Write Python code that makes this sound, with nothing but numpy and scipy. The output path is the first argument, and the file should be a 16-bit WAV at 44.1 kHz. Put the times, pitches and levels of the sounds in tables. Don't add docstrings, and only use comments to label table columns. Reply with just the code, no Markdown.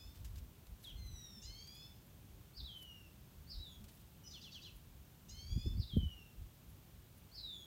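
import sys
import numpy as np
from scipy import signal
from scipy.fft import rfft, irfft, next_fast_len
from scipy.io import wavfile
from scipy.ndimage import uniform_filter1d, map_coordinates

SR = 44100
rng = np.random.default_rng(int(sys.argv[2]) if len(sys.argv) > 2 else 0)


def output_pcm(signal):
    pcm = np.clip(np.atleast_2d(signal).T, -1, 1) * 32767
    wavfile.write(sys.argv[1], SR, np.round(pcm).astype(np.int16))


N = 337790
T = np.arange(N) / SR

# harmonic number, level in dB.
PURE_VOICE = [(1, 7.5), (2, -10), (3, -23.5), (4, -30)]
# peak time in seconds, peak pitch in Hz, buzz length in seconds, valley
# pitch in Hz, lift length in seconds, crest pitch in Hz, tail length in seconds, tail start and end
# pitch in Hz, tail easing, peak, buzz and tail levels in dB, tail fade in dB, brightness in dB per octave.
FALLING_WHISTLES = [(2.576, 4990, .047, 3620, 0.041, 4000, .45, 3256, 2655, .45, -58, -54.3, -56, -17.5, 0),
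                    (3.508, 5086, .064, 3800, .062, 3945, .14, 3860, 3296, 1.08, -54.5, -57, -56, -15, 9.5),
                    (5.802, 5110, .05, 3650, .038, 4060, .39, 3255, 2667, 0.122, -59, -55, -56.5, -12.5, -4),
                    (7.354, 4990, .072, 4060, 0.0083, 3980, .22, 3925, 3250, 0.5, -55.5, -52.5, -48.5, -16.5, 7.5)]


def whistles(lead_s=.04, lead_hz=802, lead_db=-14, warble_hz=463, shiver_hz=60, shiver_s=.068):
    out = np.zeros(N)
    for (s, peak_hz, buzz_s, valley_hz, lift_s, crest_hz, tail_s, from_hz, to_hz, ease,
         peak_db, buzz_db, tail_db, fade_db, bright_db) in FALLING_WHISTLES:
        valley_s = s + buzz_s
        crest_s = valley_s + lift_s
        lead = [(s - lead_s, peak_hz - lead_hz, peak_db + lead_db, 0),
                (s - .3 * lead_s, peak_hz - .202 * lead_hz, peak_db + .51 * lead_db, .3 * warble_hz)]
        buzz = [(s, peak_hz, peak_db, warble_hz),
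                (s + .7 * buzz_s, valley_hz + .27 * (peak_hz - valley_hz), buzz_db, warble_hz),
                (valley_s, valley_hz, buzz_db - 10.5, .25 * warble_hz)]
        lift = [(valley_s + lift_s / 2, valley_hz + .3 * (crest_hz - valley_hz), tail_db - 7, 0),
                (crest_s - lift_s / 10, crest_hz, tail_db + 1.5, 0)]
        fall = glide(crest_s, tail_s, from_hz, to_hz, tail_db, ease, attack_s=.0013, release_s=.051,
                     fade_db=fade_db, scoop_hz=crest_hz - from_hz, bend_s=.014)
        tail = [(when, hz, db, shiver_hz * np.exp((crest_s - when) / shiver_s))
                for when, hz, db in fall[1:]]
        course = lead + buzz + lift + tail
        out += notes([course], PURE_VOICE, jitter=.0017, clean_db=-15, ripe=.78, bright_db=bright_db)
    return out


# harmonic number, level in dB.
LOWER_VOICE = [(1, -3), (2, 2.5), (3, -8), (4, -12)]
UPPER_VOICE = [(1, 1.5), (2, -4), (3, -19)]
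# start and length in seconds, lower voice start and end in Hz,
# upper voice start and end in Hz, level in dB.
RISING_WHINES = [(-.36, .51, 2013, 2725, 2950, 3590, -65.5), (1.42, .495, 2003, 2690, 2898, 3507, -60.5),
                 (5.285, .47, 2048, 2682, 2935, 3543, -60)]


def whines(sum_db=-9, cross_db=-12, closing_db=-9, upper_db=-9):
    out = np.zeros(N)
    for s, length, low_from_hz, low_to_hz, up_from_hz, up_to_hz, db in RISING_WHINES:
        lower = glide(s, length, low_from_hz, low_to_hz, db, ease=-.05, attack_s=.065, release_s=.12,
                      fade_db=-6.5, scoop_hz=-350, bend_s=.013)
        upper = glide(s, length, up_from_hz, up_to_hz, db + upper_db, ease=.58, attack_s=.007,
                      release_s=.16, fade_db=10.5, scoop_hz=-220, bend_s=.0139)
        t = span(lower, upper)
        low_phase, low_hz, low_gain = syrinx(t, lower, jitter=.003)
        up_phase, up_hz, up_gain = syrinx(t, upper, jitter=.0017)
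        dull_db = closing_db * np.linspace(0, 1, len(t)) ** 2
        low_voice = beak(low_phase, low_hz, low_gain, LOWER_VOICE)
        up_voice = beak(up_phase, up_hz, up_gain, UPPER_VOICE, dull_db)
        sum_gain = undb(sum_db + dull_db) * response(BEAK_RESONANCE, low_hz + up_hz)
        sum_tone = sum_gain * np.sqrt(low_gain * up_gain) * np.sin(low_phase + up_phase)
        cross_tone = undb(cross_db) * up_gain * np.sin(2 * up_phase - low_phase)
        add(out, t, low_voice + up_voice + np.sqrt(2) * (sum_tone + cross_tone))
    return out


# syllable time in seconds, pitch ratio, level in dB.
SYLLABLES = [(4.318, 1.03, -56.5), (4.421, 1.01, -56), (4.523, .99, -57.5), (4.624, 0.99, -58)]
# offset and length in seconds, start and end pitch in Hz
# before the ratio, relative level in dB, easing, fade in dB.
SYLLABLE_STROKES = [(-.013, .032, 4610, 5500, -2, -1.17, -1), (-.002, 0.0476, 3550, 4220, -4.5, 1.3, 0),
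                    (.017, .058, 3700, 2422, 3, .15, -14)]


def chatter():
    strokes = []
    for lag, length, from_hz, to_hz, stroke_db, ease, fade_db in SYLLABLE_STROKES:
        strokes.append([glide(s + lag, length, ratio * from_hz, ratio * to_hz, db + stroke_db, ease,
                              attack_s=.011, release_s=.016, fade_db=fade_db)
                        for s, ratio, db in SYLLABLES])
    high, middle, slur = strokes
    flick = rasp(notes(high, PURE_VOICE[:1], jitter=.022), rasp_db=-1, width_hz=1900)
    body = notes(middle + slur, PURE_VOICE, jitter=.01, bright_db=-3.5)
    return undb(-2.5) * flick + rasp(body, rasp_db=-6.5, width_hz=2300)


# start and length in seconds, start and end pitch in Hz, level in dB.
SQUEAK_GLIDES = [(1.417, 0.035, 6050, 7200, -59), (1.437, 0.041, 4800, 5200, -58),
                 (5.285, 0.031, 6100, 6950, -59), (5.30, 0.036, 4800, 5200, -62),
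                 (4.236, 0.078, 5830, 5990, -59.5), (4.257, 0.041, 5230, 5030, -59),
                 (4.236, 0.048, 2950, 3000, -65), (4.508, 0.028, 4680, 4400, -59)]


def squeaks(edge_db=-9):
    steep, flat = [], []
    for s, length, from_hz, to_hz, db in SQUEAK_GLIDES:
        group = steep if to_hz > 1.06 * from_hz else flat
        group.append([(s, from_hz, db + edge_db),
                      (s + length / 2, (from_hz + to_hz) / 2, db),
                      (s + length, to_hz, db + edge_db)])
    hoarse = rasp(notes(steep, PURE_VOICE[:1], jitter=.0076), rasp_db=-1, width_hz=2500)
    clear = rasp(notes(flat, PURE_VOICE[:1], jitter=.0096), rasp_db=-10, width_hz=970)
    return hoarse + clear


# start and length in seconds, glide start and end in Hz, level in dB.
CHIRP_GLIDE = (0.84, 0.0861, 3560, 2978, -54.5)


def chirp():
    course = glide(*CHIRP_GLIDE, ease=.2, attack_s=.0067, release_s=.043, fade_db=-7.5,
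                   scoop_hz=950, droop_hz=-650, bend_s=.00805)
    tone = notes([course], PURE_VOICE, jitter=.012, clean_db=-17.5, ripe=.74)
    return rasp(tone, rasp_db=-8, width_hz=600)


# harmonic number, level in dB.
NASAL_VOICE = [(1, -4), (2, 3), (3, 3.5), (4, -2), (5, -8.5), (6, -9), (7, -8)]
# start and length in seconds, start and end pitch in Hz, level in dB.
NASAL_GLIDE = (0.95, .5, 2130, 1737.5, -65.5)


def nasal_note():
    course = glide(*NASAL_GLIDE, ease=.05, attack_s=.05, release_s=.15, fade_db=9)
    return notes([course], NASAL_VOICE, jitter=.001, clean_db=-7.5, ripe=.32)


def glide(start, length, from_hz, to_hz, db, ease, attack_s, release_s,
          fade_db=0, scoop_hz=0, droop_hz=0, bend_s=.015, edge_db=-16, waver_db=2, waver_rate_hz=26.1):
    progress = np.linspace(0, 1, 200)
    age, left = progress * length, (1 - progress) * length
    hz = from_hz + (to_hz - from_hz) * (progress + ease * progress * (1 - progress))
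    hz = hz + scoop_hz * np.exp(-age / bend_s) + droop_hz * np.exp(-left / bend_s)
    edges = np.maximum(1 - age / attack_s, 0) ** 2 + np.maximum(1 - left / release_s, 0) ** 2
    level = db + fade_db * progress ** 1.4 + edge_db * edges
    level += waver_db * np.minimum(age * waver_rate_hz / 2, 1) * wander(age, waver_rate_hz)
    hz *= 1 + .0018 * wander(age, waver_rate_hz)
    return np.column_stack([start + age, hz, level])


def notes(courses, harmonics, jitter, clean_db=0, ripe=.6, bright_db=0):
    out = np.zeros(N)
    for course in courses:
        t = span(course)
        young = np.clip(3 * (1 - np.linspace(0, 1, len(t)) / ripe), 0, 1)
        add(out, t, beak(*syrinx(t, course, jitter), harmonics, bright_db + clean_db * young))
    return out


def syrinx(t, course, jitter, warble_rate_hz=165, fade_s=.003, shimmer_db=1.3):
    s, *columns = np.transpose(course)
    hz, db, *depth = (uniform_filter1d(np.interp(t, s, column), size=200) for column in columns)
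    hz = hz * (1 + jitter * wander(t, 248.8))
    db = db + shimmer_db * wander(t, 60.2)
    if depth:
        rate_hz = warble_rate_hz * (1 + .297 * wander(t, 150))
        hz = hz + depth[0] * np.sin(2 * np.pi * np.cumsum(rate_hz) / SR)
        db = db + 25 * depth[0] / hz * wander(t, 302)
    gate = np.clip(np.minimum(t - s[0], s[-1] - t) / fade_s + .5, 0, 1)
    phase = 2 * np.pi * np.cumsum(hz) / SR
    return phase, hz, undb(db) * np.sin(gate * np.pi / 2) ** 2


# frequency in Hz, gain in dB.
BEAK_RESONANCE = [(1800, -15.5), (2600, -6), (3300, -9), (4400, 1), (5600, -1), (6400, -6.5), (7200, -14),
                  (10000, -8.5), (14000, -21)]


def beak(phase, hz, gain, harmonics, tilt_db=0):
    weights = [undb(db + tilt_db * np.log2(k)) * response(BEAK_RESONANCE, k * hz) * (k * hz < SR / 2)
               for k, db in harmonics]
    tone = sum(weight * np.sin(k * phase) for k, weight in enumerate(weights, 1))
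    return gain * tone * np.sqrt(2 / sum(weight ** 2 for weight in weights))


def rasp(tone, rasp_db, width_hz):
    flutter = noise([(width_hz / 2, 0), (width_hz, -4), (2 * width_hz, -20), (4 * width_hz, -50)])
    gaping_beak = [(1.25 * hz, db) for hz, db in BEAK_RESONANCE]
    return tone + undb(rasp_db) * colour(tone * flutter, gaping_beak)


def trees(calls, trunks_db, leaves_db, t60_s, count=14):
    t = T[:SR]
    tail = rng.standard_normal(SR) * undb(-60 * t / t60_s) * (1 - np.exp(-t / .0087))
    reach, polarity = rng.random((count, 2)).T
    lags = .003 + .09 * reach ** 2
    early = np.zeros(SR)
    early[(lags * SR).astype(int)] = np.sign(polarity - .5) * np.exp(-lags / .068)
    echo = undb(trunks_db) * early / np.linalg.norm(early) + undb(leaves_db) * tail / np.linalg.norm(tail)
    return calls + signal.fftconvolve(calls, echo)[:N]


# time in seconds, level in dB.
GUST_ENVELOPE = [(5.4, -57), (5.562, -35), (5.636, -49), (5.668, -30), (5.702, -38.5), (5.806, -35.5),
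                 (5.896, -59), (5.974, -28.5), (6.024, -38.5), (6.074, -37.5), (6.124, -79), (6.15, -75)]
# start and hold in seconds, level in dB.
LIGHT_PUFFS = [(0.056, .03, -49.5), (0.205, 0.23, -45.5), (0.703, 0.028, -46), (0.943, 0.2, -46),
               (1.467, 0.036, -48), (2.602, 0.035, -45.5), (3.36, 0.045, -51.5), (3.563, 0.025, -42.5),
               (4.738, 0.027, -51), (5.312, 0.091, -51), (6.39, 0.051, -45)]


def wind_level(breeze_db=-60, swing_db=3.6, rise_db_per_s=330, fall_db_per_s=230):
    breeze = breeze_db + swing_db * wander(T, 10)
    gust = np.interp(T, *np.transpose(GUST_ENVELOPE), left=-np.inf, right=-np.inf)
    db = np.maximum(breeze, gust)
    for s, hold, top_db in LIGHT_PUFFS:
        before, after = np.maximum(s - T, 0), np.maximum(T - s - hold, 0)
        db = np.maximum(db, top_db - rise_db_per_s * before - fall_db_per_s * after)
    return db


# frequency in Hz, gain in dB.
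FLOW_EQ = [(20, -45), (35, -6), (56, 0), (100, -11), (140, -20), (230, -40.5), (400, -54), (2000, -100)]
SWIRL_EQ = [(60, -14), (130, 1), (210, -1.5), (300, -10), (420, -21), (700, -52), (2000, -92)]


def wind(trim_db=-3, calm_db=-59):
    db = wind_level()
    flow = noise(FLOW_EQ)
    flow /= np.sqrt(uniform_filter1d(flow ** 2, size=3000))
    power = undb(2 * db)
    rumble = undb(trim_db) * flow * np.sqrt(np.maximum(power - undb(2 * calm_db), power / 10))
    swirl_db = -43.5 + 2.21 * np.minimum(db + 32.5, 0)
    return rumble + undb(swirl_db) * noise(SWIRL_EQ)


# start in seconds, pitch in Hz, level in dB before the trim, width in seconds.
EDDY_THUMPS = [(1.36, 211, -54, 0.035), (3.80, 205, -52.5, .042), (5.52, 60, -28, 0.012),
               (5.561, 96, -27, 0.0097), (5.573, 189, -30.5, 0.0079), (5.659, 320, -39, 0.0049),
               (5.795, 94, -26.5, 0.0096), (5.935, 105, -29.5, 0.0077), (5.966, 201, -20, 0.0086),
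               (5.968, 430, -35, 0.0052), (5.975, 60.4, -19.5, 0.012), (6.031, 130, -29, 0.0065),
               (6.056, 58, -29, .016)]


def eddies(trim_db=-2):
    out, t = np.zeros(N), T[:SR // 8]
    for s, hz, db, width_s in EDDY_THUMPS:
        age = 2 * t / width_s
        swell = (age * np.exp(1 - age)) ** 2
        add(out, s + t, undb(db + trim_db) * swell * np.sin(2 * np.pi * hz * t))
    return out


# start in seconds, level in dB, decay in seconds.
LEAF_TICKS = [(.246, -55.5, 0.015), (.357, -65, .006), (.379, -65, .01), (.668, -59, .0045),
              (.839, -64, .008), (.872, -62, .004), (1.672, -58, .008), (2.827, -54, .003),
              (3.841, -56.5, 0.0062)]
# start and end in seconds, top level of a tick in dB.
LEAF_RUSTLES = [(.08, 0.457, -67), (0.798, 0.901, -71.5), (3.801, 4.077, -69.5)]
# frequency in Hz, gain in dB.
LEAF_EQ = [(700, -1.5), (2500, 5), (4500, 7.5), (8000, 4.5), (10500, 1), (12500, 4), (16000, -1)]


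def leaves(ticks_per_rustle=40):
    envelope, t = np.zeros(N), T[:SR // 10]
    for s, db, decay in LEAF_TICKS:
        add(envelope, s + t, undb(db) * np.exp(-t / decay))
    for start, end, db in LEAF_RUSTLES:
        for when, size in rng.random((ticks_per_rustle, 2)):
            add(envelope, start + when * (end - start) + t, undb(db) * size ** 2 * np.exp(-t / .01))
    return uniform_filter1d(envelope, size=130) * noise(LEAF_EQ)


# peak time in seconds, level in dB.
HIGH_CHIPS = [(.843, -62), (1.069, -66), (1.755, -63.5), (2.07, -70), (2.781, -66), (2.829, -61),
              (3.92, -70), (3.955, -67), (4.767, -64.5), (5.978, -66), (6.703, -67), (7.182, -65.5)]
# frequency in Hz, gain in dB.
CHIP_EQ = [(6000, -18), (9500, -8), (11800, -2), (13200, -8), (15500, -11)]


def chips(slope_s=.011):
    envelope, t = np.zeros(N), T[:SR // 10] - .05
    for s, db in HIGH_CHIPS:
        add(envelope, s + t, undb(db) * np.exp(-abs(t) / slope_s))
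    return envelope * noise(CHIP_EQ)


# frequency in Hz, gain in dB.
AIR_EQ = [(180, -41), (300, -3.5), (366, -2), (477, -7.5), (554, -5), (601, -7.5), (653, -7), (1680, -12.5),
          (1850, -14), (3200, -12), (4850, -16.5), (5910, -16), (10600, -18), (14700, -11.5), (15700, -15)]
RUMBLE_EQ = [(20, -21), (55, 0.5), (110, -0.5), (190, -6), (270, -13.5), (400, -21.5), (800, -43.5),
             (2000, -78)]


def background(air_db=-66.82, band_db=-82, rumble_db=-61):
    hiss = undb(air_db + .041 * wander(T, 3)) * noise(AIR_EQ)
    high_band = undb(band_db) * noise([(14000, -50), (14500, -2), (15000, -49)])
    rumble = undb(rumble_db + .8 * wander(T, 4)) * noise(RUMBLE_EQ)
    return hiss + high_band + rumble


def undb(db):
    return 10 ** (np.asarray(db) / 20)


def response(eq, hz):
    eq_hz, db = np.transpose(eq)
    return undb(np.interp(np.log(hz + 1), np.log(eq_hz), db))


def colour(sound, eq):
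    size = next_fast_len(N, True)
    return irfft(rfft(sound, size) * response(eq, np.fft.rfftfreq(size, 1 / SR)), size)[:N]


def noise(eq):
    shaped = colour(rng.standard_normal(N), eq)
    return shaped / np.sqrt(np.mean(shaped ** 2))


def wander(t, rate_hz):
    return map_coordinates(rng.standard_normal(4096), [(t - t[0]) * rate_hz], order=2, mode="wrap")


def add(out, t, sound):
    start = int(round(t[0] * SR))
    part = sound[:max(N - start, 0)]
    out[start:start + len(part)] += part


def span(*courses):
    s = np.concatenate([np.transpose(course)[0] for course in courses])
    return T[(T > s.min() - .01) & (T < s.max() + .01)]


def scene():
    whistling = trees(whistles() + chirp(), trunks_db=-4, leaves_db=-6, t60_s=.46)
    reedy_calls = nasal_note() + rasp(whines(), rasp_db=-13, width_hz=330) + squeaks()
    whining = trees(reedy_calls, trunks_db=-4, leaves_db=-7, t60_s=.6)
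    chattering = trees(chatter(), trunks_db=-4.5, leaves_db=-6, t60_s=.42)
    finches = whistling + whining + chattering
    return (finches + chips() + leaves() + wind() + eddies() + background())[None]


def record(dry, low_cut_hz=27.3, high_cut_hz=15800):
    low_cut = signal.butter(3, low_cut_hz, "high", fs=SR, output="sos")
    high_cut = signal.ellip(10, .05, 60, high_cut_hz, fs=SR, output="sos")
    return signal.sosfiltfilt(high_cut, signal.sosfiltfilt(low_cut, dry))


dry = scene()
out = record(dry)
output_pcm(out)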